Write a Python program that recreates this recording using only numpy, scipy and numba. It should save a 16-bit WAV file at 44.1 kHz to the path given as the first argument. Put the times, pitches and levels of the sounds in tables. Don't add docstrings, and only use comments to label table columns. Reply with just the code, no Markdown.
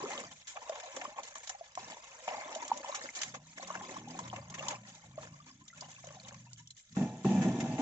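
import sys
import numpy as np
from scipy import signal
from scipy.fft import rfft, irfft
from scipy.io import wavfile
from scipy.ndimage import uniform_filter1d
from numba import njit

SR = 44100
rng = np.random.default_rng(int(sys.argv[2]) if len(sys.argv) > 2 else 0)


def store_pcm(level_fs):
    pcm = np.round(np.clip(level_fs, -1, 1) * 32767).astype(np.int16)
    wavfile.write(sys.argv[1], SR, np.atleast_2d(pcm).T)


N = 344421
T = np.arange(N) / SR

# pitch in Hz, relative level in dB per Hz.
GULP_SIZES = [(225, 2.5), (280, 5.5), (350, -1.5), (490, -11.5)]
GURGLE_SIZES = [(470, 0), (620, 7.5), (800, 1.5), (1050, 7.5), (1250, -6)]
FIZZ_SIZES = [(1200, 1.5), (1450, -1), (1850, 4), (2300, 4.5), (3000, -4.5)]
SPRAY_SIZES = [(2900, 5.5), (3500, 6), (4300, 0.5), (5200, 3), (6400, 11), (7400, 9), (8200, -59.5)]
# pitch in Hz, relative level in dB per Hz.
FROTH_SIZES = [(5600, -12), (6600, 4.5), (7600, -2)]
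# pitch in Hz, relative level in dB per Hz.
DROP_SIZES = [(1350, -8), (2500, 2.5), (5200, -0.5), (7200, -11)]
# pitch in Hz, relative level in dB per Hz.
TICK_SIZES = [(900, 0.5), (1800, 1), (3200, -3.5), (5000, -9.5)]
# pitch in Hz, relative level in dB per Hz.
RUSH_SIZES = [(350, 4.5), (800, 10.5), (1100, -2), (1500, -4.5), (2700, -1), (4300, -16.5), (6500, -28.5),
              (8000, -37)]

# start in seconds, length in seconds,
# relative level in dB, depth in dB (large bubbles over small), gulp level in dB relative to the slosh.
SLOSHES = [(0.0, 0.1, -59, 2, 10.5), (0.1, 0.15, -56, 1, 1), (0.26, 0.07, -66.5, -1.5, -0.5),
           (0.473, 0.039, -58, -17.5, -19), (0.556, 0.028, -62.5, 11, -20), (0.662, 0.24, -64, 11, -14),
           (0.94, 0.15, -61.5, 9.5, 4.5), (1.159, 0.044, -60.5, 10.5, 1), (1.23, 0.048, -61.5, -12, -15),
           (1.351, 0.024, -59, -1.5, -15), (1.49, 0.044, -58.5, -1, -35), (1.772, .2, -58.5, 2, -4.5),
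           (2.021, 0.52, -62, -1.5, -18), (2.276, 0.06, -54, 10, -11.5), (2.337, 0.24, -57, 7.5, -1.5),
           (2.596, 0.097, -58.5, 5, -2.5), (2.695, 0.12, -62, 7.5, 3), (2.828, 0.19, -55.5, 4.5, -12),
           (3.007, 0.063, -54, -3, -0.5), (3.153, 0.15, -56, -5.5, -10.5), (3.201, 0.013, -52.5, 1, -17),
           (3.335, 0.021, -68, 13, 9), (3.576, 0.1, -58.5, 2.5, -6.5), (3.693, 0.11, -57.5, 7, -4),
           (3.818, 0.17, -57, 3, 3.5), (4.084, 0.18, -60.5, 3.5, 6.5), (4.329, 0.06, -64.5, 12.5, 6),
           (4.495, 0.17, -68, 9, 6), (4.574, 0.11, -58, 4, -19), (4.667, 0.079, -54, 5.5, -1.5),
           (4.866, 0.093, -67, -10.5, -9), (5.166, .12, -65, 1, -7.5), (5.459, 0.041, -65.5, -5, -3),
           (5.744, 0.17, -65, -3.5, -11), (5.817, 0.018, -66, 12.5, -4), (6.035, 0.17, -72.5, 9, -4.5),
           (6.24, 0.11, -67, 3, -12), (6.57, 0.024, -65.5, -22.5, -11), (6.764, 0.032, -68, -26, -20.5),
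           (6.947, 0.034, -59, 0, 0)]
SLOSH_ATTACK_S, SLOSH_SAG_DB_PER_S, SLOSH_RELEASE_S = 0.004, 14, 0.02
FIZZ_PER_DEPTH, SPRAY_PER_DEPTH = 0.12, -0.25
# time in seconds, relative level in dB, depth in dB.
RIPPLE = [(0, -57, 10), (.44, -69.5, -10), (.6, -65.5, 6.5), (1.0, -58, -1.5), (1.14, -68.5, 7),
          (1.4, -63.5, -3.5), (1.599, -67.5, -0.5), (1.732, -69, -3.5), (2.299, -68, 6.5), (3.1, -62.5, -5),
          (3.39, -78.5, 1.5), (3.55, -65, -8.5), (3.699, -73.5, 4), (4.45, -68.5, 4.5), (5.03, -69, -1.5),
          (5.11, -75.5, 1), (5.3, -72.5, 0), (5.62, -75, -9.5), (5.95, -68.5, -8.5), (6.36, -71, -10.5),
          (6.48, -73.5, -2), (6.64, -81, -12.5), (6.879, -76, -14.5), (7.8, -60, 3)]
RIPPLE_GULP_DB = -21
# start in seconds, length in seconds, relative level in dB,
# first pitch in Hz, last pitch in Hz.
WASHES = [(0.027, 0.033, -46.5, 450, 976), (0.104, 0.063, -43.5, 600, 1092), (0.104, 0.03, -48, 1600, 1926),
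          (0.15, 0.091, -51.5, 478.5, 404), (0.958, 0.099, -52.5, 550, 1048), (2.281, 0.069, -48, 702, 962),
          (2.309, 0.16, -53, 1910, 2200), (2.374, 0.1, -54.5, 850, 1210), (2.503, 0.079, -48.5, 598, 790),
          (2.704, 0.025, -42, 822, 930), (2.837, 0.11, -52, 950, 1040), (3.693, 0.1, -49.5, 1305, 845),
          (5.82, 0.059, -60, 1050, 849), (4.666, 0.079, -44, 998, 683)]
WASH_ATTACK_S, WASH_SAG_DB_PER_S, WASH_RELEASE_S = 0.004, 41.5, 0.013
# start in seconds, relative
# level in dB, pitch in Hz.
PLOPS = [(0.035, -29.5, 407), (0.056, -36.5, 492), (.058, -35, 1230), (.104, -39, 557), (.177, -28, 3180),
         (.182, -40.5, 544), (.212, -44, 1080), (.237, -37.5, 1205), (.569, -39.5, 774), (0.572, -33, 1210),
         (.695, -25.5, 631), (.875, -43, 750), (.965, -38.5, 538), (1.017, -35.5, 716), (1.052, -31, 1124),
         (1.186, -30.5, 888), (1.356, -36, 1110), (1.498, -40.5, 750), (1.547, -40, 793), (1.609, -35, 669),
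         (1.775, -32.5, 734), (1.775, -32, 1013), (1.926, -42, 864), (1.969, -40.5, 945),
         (2.278, -26.5, 721), (2.288, -38, 654), (2.288, -28.5, 2840), (2.31, -32.5, 746),
         (2.337, -36, 1935), (2.343, -32, 870), (2.378, -35, 800), (2.411, -33, 2180), (2.513, -40, 553),
         (2.559, -29, 642), (2.715, -15.5, 905), (2.801, -43.5, 555), (2.845, -32, 950),
         (2.892, -33.5, 594), (2.943, -31.5, 1150), (3.014, -35.5, 1840), (3.041, -38.5, 550),
         (3.089, -32, 2110), (3.346, -35.5, 1130), (3.596, -38.5, 705), (3.63, -40.5, 2080),
         (3.702, -28, 1090), (3.702, -37, 616), (3.752, -32, 933), (3.752, -30, 1540), (3.811, -38, 820),
         (3.966, -32, 1080), (4.073, -41, 800), (4.15, -39, 758), (4.19, -28.5, 988), (4.3, -35.5, 3136),
         (4.331, -35, 700), (4.362, -35, 2820), (4.606, -38, 621), (4.684, -32, 910), (4.732, -38.5, 781),
         (5.036, -51, 853), (5.177, -32, 621), (5.184, -41, 1152), (5.248, -51, 547), (5.338, -49, 1090),
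         (5.4, -47, 1186), (5.464, -51.5, 947), (5.481, -56, 1172), (5.502, -53, 1060),
         (5.609, -56.5, 1028), (5.701, -49, 1980), (5.728, -50, 1370), (5.81, -32.5, 4800),
         (5.822, -40.5, 961), (5.884, -52, 749), (5.963, -45.5, 2603), (5.982, -51.5, 1090),
         (6.039, -43.5, 691), (6.072, -42.5, 580), (6.088, -44, 2900), (6.103, -45, 590), (6.145, -55, 850),
         (6.168, -45.5, 750), (6.2, -39.5, 4290), (6.23, -56, 524), (6.249, -41, 3720), (6.256, -57, 1060),
         (6.309, -58, 810), (6.318, -49.5, 563), (6.321, -48, 1110), (6.344, -46.5, 1070),
         (6.465, -52.5, 934), (6.591, -59, 1717), (6.597, -56, 960), (6.704, -44.5, 4085),
         (6.786, -57, 3150), (7.789, -22, 269)]
PLOP_CYCLES = 2.1
CALM_CYCLES, CALM_DB = 5.5, -77
# start in seconds, relative level in dB, pitch in Hz.
HITS = [(1.775, -28.5, 870), (2.279, -33.5, 1100), (3.151, -37, 4500), (3.583, -37, 1680),
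        (3.686, -42, 750), (3.74, -41, 912), (3.809, -44, 1300), (4.189, -39.5, 1410), (4.329, -32.5, 960),
        (4.543, -38, 2100), (5.232, -43, 1560), (5.273, -43, 1490), (5.681, -45, 5000), (6.041, -53, 1212),
        (6.074, -48, 1402), (6.09, -46, 1910), (6.107, -53, 1390), (6.288, -47, 2440), (6.309, -45, 1600),
        (6.345, -44, 2316), (6.534, -39, 5000), (6.968, -33, 1300), (7.247, -31.5, 1100)]
# start in seconds, relative level in dB,
# lower spatter in dB relative to that, swell time in ms (raised to 0.3 if shorter).
SQUELCHES = [(0.115, -45.5, 6.5, 4.1), (.469, -45.5, -5.5, 8.8), (0.566, -57.5, 15.5, 2.3),
             (0.694, -39.5, -3, 1.6), (.753, -45, -0.5, 2.2), (0.799, -43, 0, 2.2), (0.963, -40.5, -7, 2.3),
             (1.013, -47, 9, 2.8), (1.232, -44.5, -11, 2.3), (1.353, -42, -3.5, 2.2),
             (1.472, -40.5, -12, 3.5), (1.493, -35.5, -5.5, 3.1), (1.752, -39.5, -7, 1.15),
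             (2.278, -43, 1, 1.1), (2.549, -37, -8, 2.4), (2.679, -37.5, -13, 1.6), (2.773, -40, -19, 2.1),
             (2.945, -36.5, -4.5, 6.6), (3.149, -41, -10, 8.7), (3.214, -33, -3, 3.9),
             (3.232, -32.5, -2, 2), (3.339, -47, 0.5, 7.8), (3.672, -44.5, -10, 3.6), (3.741, -60, 16, 5.9),
             (4.082, -50, -20, 2.9), (4.189, -40.5, -8, 2.1), (4.277, -48.5, -1, 2.9),
             (4.359, -49.5, 5, 3.9), (4.499, -44, -23, 2.7), (4.54, -44, 2.5, 5.2),
             (4.683, -27.5, -18, 1.8), (4.702, -44, 3.5, 4.9), (5.679, -47.5, -15, 2.7),
             (5.807, -44, -34, 2.9), (5.915, -47.5, -18, 1.4), (6.044, -48, -24, 1.94),
             (6.069, -45.5, -11, 1.9), (6.282, -46, -17, 2.8), (6.343, -50, -1, 1.8),
             (6.532, -36.5, -36, 0.26), (6.673, -47.5, -36, 1.43), (6.705, -47.5, -21, 2.6),
             (7.416, -44.5, 2.5, 9.6), (7.601, -40, 0, 4.9)]
# frequency in Hz, width in Hz, level in dB.
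HOLLOW = [(546, 8.9, 2), (621, 5.3, 0.5), (821, 64, 0), (993, 5.9, 4.5), (1620, 120, -3)]

# start in seconds, length in seconds,
# relative boom of the bottom in dB, relative clang of the wall in dB.
GUSHES = [(6.967, 0.065, -27, -36), (7.245, 0.24, -24, -32), (7.436, 0.12, -28, -37),
          (7.586, 0.17, -30.5, -36), (7.781, 0.034, -50, -32)]
GUSH_ATTACK_S, GUSH_SAG_DB_PER_S, GUSH_RELEASE_S = 0.001, 20, 0.036
DRIBBLE_RELEASE_S, DRIBBLE_BOOM_DB, DRIBBLE_CLANG_DB = 0.12, -5.5, -1.5
# frequency in Hz, width in Hz, relative level in dB.
BOTTOM = [(125.7, 15, -7), (149.7, 18, 1.5), (169, 8.8, -0.5), (192.2, 8.6, 8.5), (230.2, 11.7, 4.5),
          (252.5, 10, -1.5), (292.6, 13, -7), (334, 12, -6.5), (357, 11, -9.5), (386, 8.4, -11.5)]
# frequency in Hz, width in Hz, relative level in dB.
WALL = [(453, 7.9, -5), (468, 13, 3), (536, 7.4, -3.5), (596, 10, -7), (652, 22, 4), (712, 23, -1),
        (762, 12.4, 6.5), (781, 13.5, 5.5), (850, 14, 5), (932, 55, -2.5), (1730, 54, -11.5),
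        (1894, 25, -11), (2354, 77, -17), (2660, 51, -14), (3410, 60, -24.5)]
# start in seconds, level in dB.
THUMPS = [(6.976, -31), (7.006, -26), (7.256, -25.5), (7.322, -22), (7.348, -22), (7.38, -21.5),
          (7.466, -26.5), (7.6, -31), (7.716, -33)]
# start in seconds, length in seconds, relative level in dB.
SWAYS = [(0.0, 0.033, -58), (0.208, 0.078, -59.5), (1.742, 0.15, -62.5), (6.892, 0.05, -52.5)]
SWAY_ATTACK_S, SWAY_SAG_DB_PER_S, SWAY_RELEASE_S = 0.045, 8, 0.073
# frequency in Hz, width in Hz, relative level in dB.
SWAY_MODES = [(113, 11, -0.5), (139.3, 17, -1.5), (148.7, 8.5, 6), (180, 7.2, 1), (214, 11, -2),
              (298, 11, -16)]
# start in seconds, level in dB.
LANDINGS = [(5.18, -51), (5.25, -57), (5.345, -64)]
# frequency in Hz, width in Hz, relative level in dB.
BASIN = [(368, 7, -5), (515, 7.8, -3), (588, 8.7, 5), (656, 5.3, -2)]

# time in seconds, firings per second, level in dB,
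# pitch of its loudest drone in Hz.
ENGINE = [(3.2, 27, -78, 150), (3.27, 31.5, -58, 165), (3.38, 28.6, -55.5, 161), (3.56, 35, -67.5, 160),
          (3.65, 35.7, -61, 169), (3.8, 37, -54, 178), (3.86, 34, -63, 340), (3.94, 37.3, -59, 335),
          (3.99, 38.6, -55, 119), (4.08, 40, -48.5, 119), (4.18, 44, -51, 173), (4.21, 29.5, -52.5, 170),
          (4.26, 29.6, -49, 118), (4.38, 28.5, -51, 115), (4.48, 27.2, -55, 181), (4.7, 31, -55, 121.6),
          (4.87, 29, -58.5, 214), (5.0, 27.3, -66, 171), (5.1, 27, -54.5, 142), (5.361, 28, -55.5, 150),
          (5.49, 32, -60.5, 147), (5.529, 32, -64, 288), (5.63, 32.2, -61, 290.7), (5.7, 29.5, -75, 200),
          (5.79, 28, -60.5, 167), (5.87, 26.5, -60.5, 115), (5.99, 28.3, -68, 125), (6.08, 26, -55.5, 147),
          (6.2, 23.8, -62, 130), (6.26, 24.5, -60, 123), (6.359, 24.2, -50.5, 138.2),
          (6.5, 24.4, -57.5, 122), (6.64, 22.7, -58.5, 125.5), (6.781, 24.7, -76, 122)]
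# frequency in Hz, relative level in dB.
EXHAUST = [(70, -13.5), (95, -4), (120, 0), (170, -1.5), (205, -4), (245, -10.5), (295, -15.5),
           (350, -25.5), (430, -35), (600, -37)]
CRUISE_FIRINGS_PER_S = 26
EXHAUST_CENTRE_HZ = 150
# frequency in Hz, relative level in dB per Hz.
AIR = [(20, 1), (45, 14.5), (100, 17), (250, 3.5), (600, -58.5), (1500, -44), (4000, -22.5), (6500, -4),
       (8200, -13.5)]
AIR_DB = -75.5

# frequency in Hz, level in dB.
PORT_BALANCE = [(60, 0), (310, 0.3), (530, 0.7), (1000, 0.6), (1570, 1.5), (2500, 3.5), (4400, -1),
                (7500, -1)]
PORT_LAG_MS, LAG_SPREAD_MS = 0.16, 0.1
TOP_HZ = 8100


def undb(db):
    return 10 ** (np.asarray(db) / 20)


def colour(hz, points):
    f, db = np.transpose(points)
    return undb(np.interp(np.log(hz), np.log(f), db))


def smooth(x, span_s):
    size = max(int(span_s * SR), 8)
    return uniform_filter1d(uniform_filter1d(x, size), size)


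def steady(x, span_s):
    power = np.atleast_2d(x).mean(axis=0) ** 2
    return x / np.sqrt(np.abs(smooth(power, span_s)) + 1e-4 * power.mean())


def waver(span_s):
    x = smooth(rng.standard_normal(N), span_s)
    return x / x.std()


def band(x, low_hz, high_hz):
    return signal.sosfilt(signal.butter(2, [low_hz, high_hz], "band", fs=SR, output="sos"), x)


def stereo_noise(apart_hz):
    hz = np.arange(N // 2 + 1) * SR / N + 1
    mid, side = rfft(rng.standard_normal((2, N)))
    width = np.maximum(hz / np.hypot(hz, apart_hz), .15)
    return hz, (mid + np.array([[1], [-1]]) * width * side) / np.sqrt(1 + width ** 2)


def resonate(x, modes, order=-1):
    out = 0
    for k, (hz, width_hz, db) in enumerate(modes):
        peak = signal.iirpeak(hz, hz / width_hz, fs=SR)
        out = out + order ** k * undb(db) * signal.lfilter(*peak, x)
    return out


def surge(at, length_s, attack_s, sag_db_per_s, release_s):
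    t = np.maximum(T - at, 0)
    sag = sag_db_per_s * np.minimum(t, length_s) * np.log(10) / 20
    fall = sag + np.maximum(t - length_s, 0) / release_s
    return np.minimum(t / attack_s, 1) * np.exp(-np.minimum(fall, 20))


def together(envelopes, db):
    return np.sqrt(undb(db) ** 2 @ np.square(envelopes))


@njit
def rings(at, hz, swell, size, glide, neck):
    out = np.zeros(N)
    for k in range(len(at)):
        first = max(int(at[k] * SR) + 1, 0)
        last = min(int((at[k] + 8 * swell[k]) * SR), N)
        for i in range(first, last):
            t = i / SR - at[k]
            u = t / swell[k]
            level = size[k] * min(t * hz[k] / neck, 1.) * u * np.exp(1 - u)
            out[i] += level * np.sin(2 * np.pi * hz[k] * t * (1 + glide * (u - 3) / 2))
    return out


def bubbles(at, hz, swell_s, size, glide, neck_cycles=0.36):
    lag_s = (PORT_LAG_MS + LAG_SPREAD_MS * rng.standard_normal(len(at))) / 1000
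    return np.array([rings(at + side * lag_s / 2, hz * 1., swell_s * 1., size * 1.,
                           float(glide), float(neck_cycles)) for side in (1, -1)])


def swarm(sizes, per_s, cycles, scatter_db, glide, span_s):
    when, pitch, life, strength, sign = rng.random((int(per_s * N / SR), 5)).T
    hz = sizes[0][0] * (sizes[-1][0] / sizes[0][0]) ** pitch
    scatter = undb(-scatter_db * np.log(1 - strength)) * np.sign(sign - .5)
    size = colour(hz, sizes) * hz * scatter
    swell_s = cycles * (.5 + life) / hz
    return steady(bubbles(when * N / SR, hz, swell_s, size, glide), span_s)


def impacts(per_s, scatter_db):
    landed = rng.random(N) < per_s / SR
    return landed * undb(scatter_db * rng.standard_normal(N)) * rng.choice([-1, 1], N)


def struck(blows, modes, low_hz, soft_hz):
    ring = resonate(signal.unit_impulse(SR), modes, order=1)
    ring = band(ring, min(low_hz, .8 * soft_hz), soft_hz)
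    pushes = np.zeros(N)
    for at, db in blows:
        pushes[int(at * SR)] += undb(db)
    return signal.fftconvolve(pushes, ring / np.abs(ring).max())[:N]


def agitation():
    shapes = [surge(at, length_s, SLOSH_ATTACK_S, SLOSH_SAG_DB_PER_S, SLOSH_RELEASE_S)
              for at, length_s, *_ in SLOSHES]
    _, _, db, depth_db, gulp_db = np.transpose(SLOSHES)
    s, *columns = np.transpose(RIPPLE)
    ripple_db, ripple_depth_db = (np.interp(T, s, c) for c in columns)
    gulp_ripple = undb(ripple_db + ripple_depth_db + RIPPLE_GULP_DB)
    levels = [np.hypot(together(shapes, db + gulp_db), gulp_ripple)]
    for per_depth in (1, FIZZ_PER_DEPTH, SPRAY_PER_DEPTH):
        sloshing = together(shapes, db + per_depth * depth_db)
        levels.append(np.hypot(sloshing, undb(ripple_db + per_depth * ripple_depth_db)))
    return levels


def churning(deep, large, small, spray, deep_db=-1, large_db=1.87, small_db=-3, spray_db=1,
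             clump_db=3.0, clump_s=0.011):
    clumps = waver(clump_s)
    gulps = swarm(GULP_SIZES, per_s=170, cycles=1.21, scatter_db=3.5, glide=0.017, span_s=0.037)
    gurgle = swarm(GURGLE_SIZES, per_s=620, cycles=3.97, scatter_db=3.5, glide=0.022, span_s=0.016)
    fizz = swarm(FIZZ_SIZES, per_s=2200, cycles=3.2, scatter_db=3.0, glide=0.01, span_s=0.11)
    mist = swarm(SPRAY_SIZES, per_s=7000, cycles=3, scatter_db=3.3, glide=.004, span_s=.025)
    water = undb(deep_db) * deep * gulps + undb(large_db) * large * gurgle
    water = water + undb(small_db) * small * fizz + undb(spray_db) * spray * mist
    return water * undb(clump_db * clumps)


def plops(gurgle, gain_db=-2.0, glide=0.013):
    at, db, hz = np.transpose(PLOPS)
    calm = 1 / (1 + (np.interp(at, T, gurgle) / undb(CALM_DB)) ** 2)
    swell_s = (PLOP_CYCLES + CALM_CYCLES * calm) / hz
    return bubbles(at, hz, swell_s, undb(db + gain_db), glide, neck_cycles=1.82)


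def squelches(spray_db=-3.5, spatter_db=-6):
    fine, coarse = np.zeros(N), np.zeros(N)
    for at, db, lower_db, swell_ms in SQUELCHES:
        span = slice(int(at * SR), min(int(at * SR) + SR // 10, N))
        u = np.maximum(T[span] - at, 0) * 1000 / max(swell_ms, .3)
        burst = undb(db) * u * np.exp(1 - u)
        fine[span] += burst
        coarse[span] += burst * undb(lower_db)
    spray = swarm(SPRAY_SIZES, per_s=15000, cycles=5.6, scatter_db=-2.0, glide=0.015, span_s=0.0054)
    spatter = swarm(FIZZ_SIZES, per_s=3600, cycles=1.0, scatter_db=-3.0, glide=0.016, span_s=0.0028)
    return undb(spray_db) * fine * spray + undb(spatter_db) * coarse * spatter


def washes(gain_db=-4.0, width_hz=330):
    hz, noise = stereo_noise(apart_hz=600)
    low_noise = irfft(noise / (1 + (hz / (width_hz / 2)) ** 4) ** .5, N)
    low_noise = low_noise / low_noise.std()
    carrier = 0
    for at, length_s, db, first_hz, last_hz in WASHES:
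        glide_hz = np.interp(T, [at, at + length_s], [first_hz, last_hz])
        phase = 2 * np.pi * np.cumsum(glide_hz) / SR
        level = undb(db) * surge(at, length_s, WASH_ATTACK_S, WASH_SAG_DB_PER_S, WASH_RELEASE_S)
        carrier = carrier + level * np.exp(1j * phase)
    return undb(gain_db) * np.real(carrier * signal.hilbert(low_noise))


def hits_and_drips(cycles=0.82, glide=0.01):
    at, db, hz = np.transpose(HITS)
    return bubbles(at, hz, cycles / hz, undb(db), glide, neck_cycles=0.1)


def stray_drops(small, gain_db=-67, follow=0.81):
    drops = swarm(DROP_SIZES, per_s=110, cycles=5, scatter_db=3, glide=.018, span_s=.12)
    return undb(gain_db) * (small / small.mean()) ** follow * drops


def splatter(large, small, gain_db=-7.0):
    ticks = swarm(TICK_SIZES, per_s=600, cycles=0.8, scatter_db=3.5, glide=0, span_s=0.08)
    return undb(gain_db) * np.sqrt(large * small) * ticks


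def seething(spray, gain_db=-70, follow=0.44):
    froth = swarm(FROTH_SIZES, per_s=900, cycles=4, scatter_db=4, glide=.004, span_s=.08)
    return undb(gain_db) * (spray / spray.mean()) ** follow * froth


def hollow(water, gain_db=-6):
    return water + undb(gain_db) * resonate(water, HOLLOW)


def drumming(boom_db=-3.0, clang_db=-7.0, rush_db=-13, splash_db=-22, soft_hz=350, hard_hz=3200):
    blows = impacts(per_s=700, scatter_db=3.5)
    boom = steady(band(resonate(blows, BOTTOM, order=1), 105, soft_hz), 0.11)
    clang = steady(band(resonate(blows, WALL), 330, hard_hz), 0.039)
    rush = swarm(RUSH_SIZES, per_s=2600, cycles=0.77, scatter_db=1.0, glide=0, span_s=0.019)
    splash = swarm(SPRAY_SIZES, per_s=8000, cycles=3, scatter_db=1.5, glide=0.005, span_s=0.1)
    gush, dribble = ([surge(at, length_s, GUSH_ATTACK_S, GUSH_SAG_DB_PER_S, release_s)
                      for at, length_s, *_ in GUSHES] for release_s in (GUSH_RELEASE_S, DRIBBLE_RELEASE_S))
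    _, _, bottom_db, wall_db = np.transpose(GUSHES)
    low = np.maximum(together(gush, bottom_db), together(dribble, bottom_db + DRIBBLE_BOOM_DB))
    high = np.maximum(together(gush, wall_db), together(dribble, wall_db + DRIBBLE_CLANG_DB))
    bright = undb(clang_db) * clang + undb(rush_db) * rush + undb(splash_db) * splash
    return undb(boom_db) * low * boom + high * bright


def thumps(low_hz=175, soft_hz=255):
    return struck(THUMPS, BOTTOM, low_hz, soft_hz)


def rocking(gulps, gain_db=-1, gulp_db=-15, soft_hz=380):
    push = band(impacts(per_s=120, scatter_db=3.0), 75, soft_hz)
    spells = [surge(at, length_s, SWAY_ATTACK_S, SWAY_SAG_DB_PER_S, SWAY_RELEASE_S)
              for at, length_s, _ in SWAYS]
    swaying = together(spells, [db for *_, db in SWAYS])
    level = np.hypot(undb(gain_db) * swaying, undb(gulp_db) * gulps)
    return level * steady(resonate(push, SWAY_MODES), 0.06)


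def radiated(x, lowest_hz=60):
    return signal.sosfilt(signal.butter(2, lowest_hz, "high", fs=SR, output="sos"), x)


def pot_echo(x, t60_s=0.055, wet_db=-8, delay_s=0.00207, escape_hz=1100):
    hz, noise = stereo_noise(apart_hz=1495)
    tail = irfft(noise * hz / np.hypot(hz, escape_hz), N)[:, :SR // 4]
    t = T[:SR // 4]
    tail = tail * (t > delay_s) * np.exp(-np.log(1000) * t / t60_s)
    tail = tail / np.sqrt(np.sum(tail ** 2) / 2)
    return x + undb(wet_db) * signal.fftconvolve(x, tail, axes=1)[:, :N]


def basin(low_hz=320, soft_hz=900):
    return struck(LANDINGS, BASIN, low_hz, soft_hz)


def far_engine(bright_db=1.0, rumble_db=-15, flutter_db=2.0, drone_db=12, drone_width_hz=13, fading_db=4.5):
    s, rate, db, drone = np.transpose(ENGINE)
    firing_hz = np.interp(T, s, rate) * (1 + .008 * waver(span_s=.05))
    phase = 2 * np.pi * np.cumsum(firing_hz) / SR
    drone_hz = np.interp(T, s, drone)
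    revs = np.maximum(firing_hz - CRUISE_FIRINGS_PER_S, 0)
    tone, power = 0, 0
    for k in range(3, 13):
        hz = k * firing_hz
        lift = drone_db / (1 + ((hz - drone_hz) / drone_width_hz) ** 2)
        bright = bright_db * revs * np.log2(hz / EXHAUST_CENTRE_HZ)
        gain = colour(hz, EXHAUST) * undb(lift + bright + fading_db * waver(span_s=0.088))
        jitter = .3 * waver(span_s=0.051)
        tone = tone + gain * np.sin(k * phase + 2 * np.pi * rng.random() + jitter)
        power = power + gain ** 2 / 2
    hz, noise = stereo_noise(apart_hz=1200)
    rumble = irfft(noise * colour(hz, EXHAUST), N)
    level = undb(np.interp(T, s, db) + flutter_db * waver(span_s=0.021))
    level = np.where((T > s[0]) & (T < s[-1]), level, 0)
    return level * (tone / np.sqrt(power) + undb(rumble_db) * rumble / rumble.std())


def air():
    hz, noise = stereo_noise(apart_hz=1200)
    x = irfft(noise * colour(hz, AIR), N)
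    return undb(AIR_DB) * x / x.std()


def scene():
    deep, large, small, spray = agitation()
    water = churning(deep, large, small, spray) + plops(large) + squelches() + washes() + hits_and_drips()
    water = water + stray_drops(small) + splatter(large, small) + seething(spray)
    metal = radiated(drumming() + thumps() + rocking(deep))
    return pot_echo(hollow(water) + metal) + basin() + far_engine() + air()


def record(dry):
    hz = np.arange(N // 2 + 1) * SR / N + 1
    ports = irfft(rfft(dry) * colour(hz, PORT_BALANCE) ** np.array([[.5], [-.5]]), N)
    return signal.sosfilt(signal.ellip(10, .2, 80, TOP_HZ, fs=SR, output="sos"), ports)


dry = scene()
out = record(dry)
store_pcm(out)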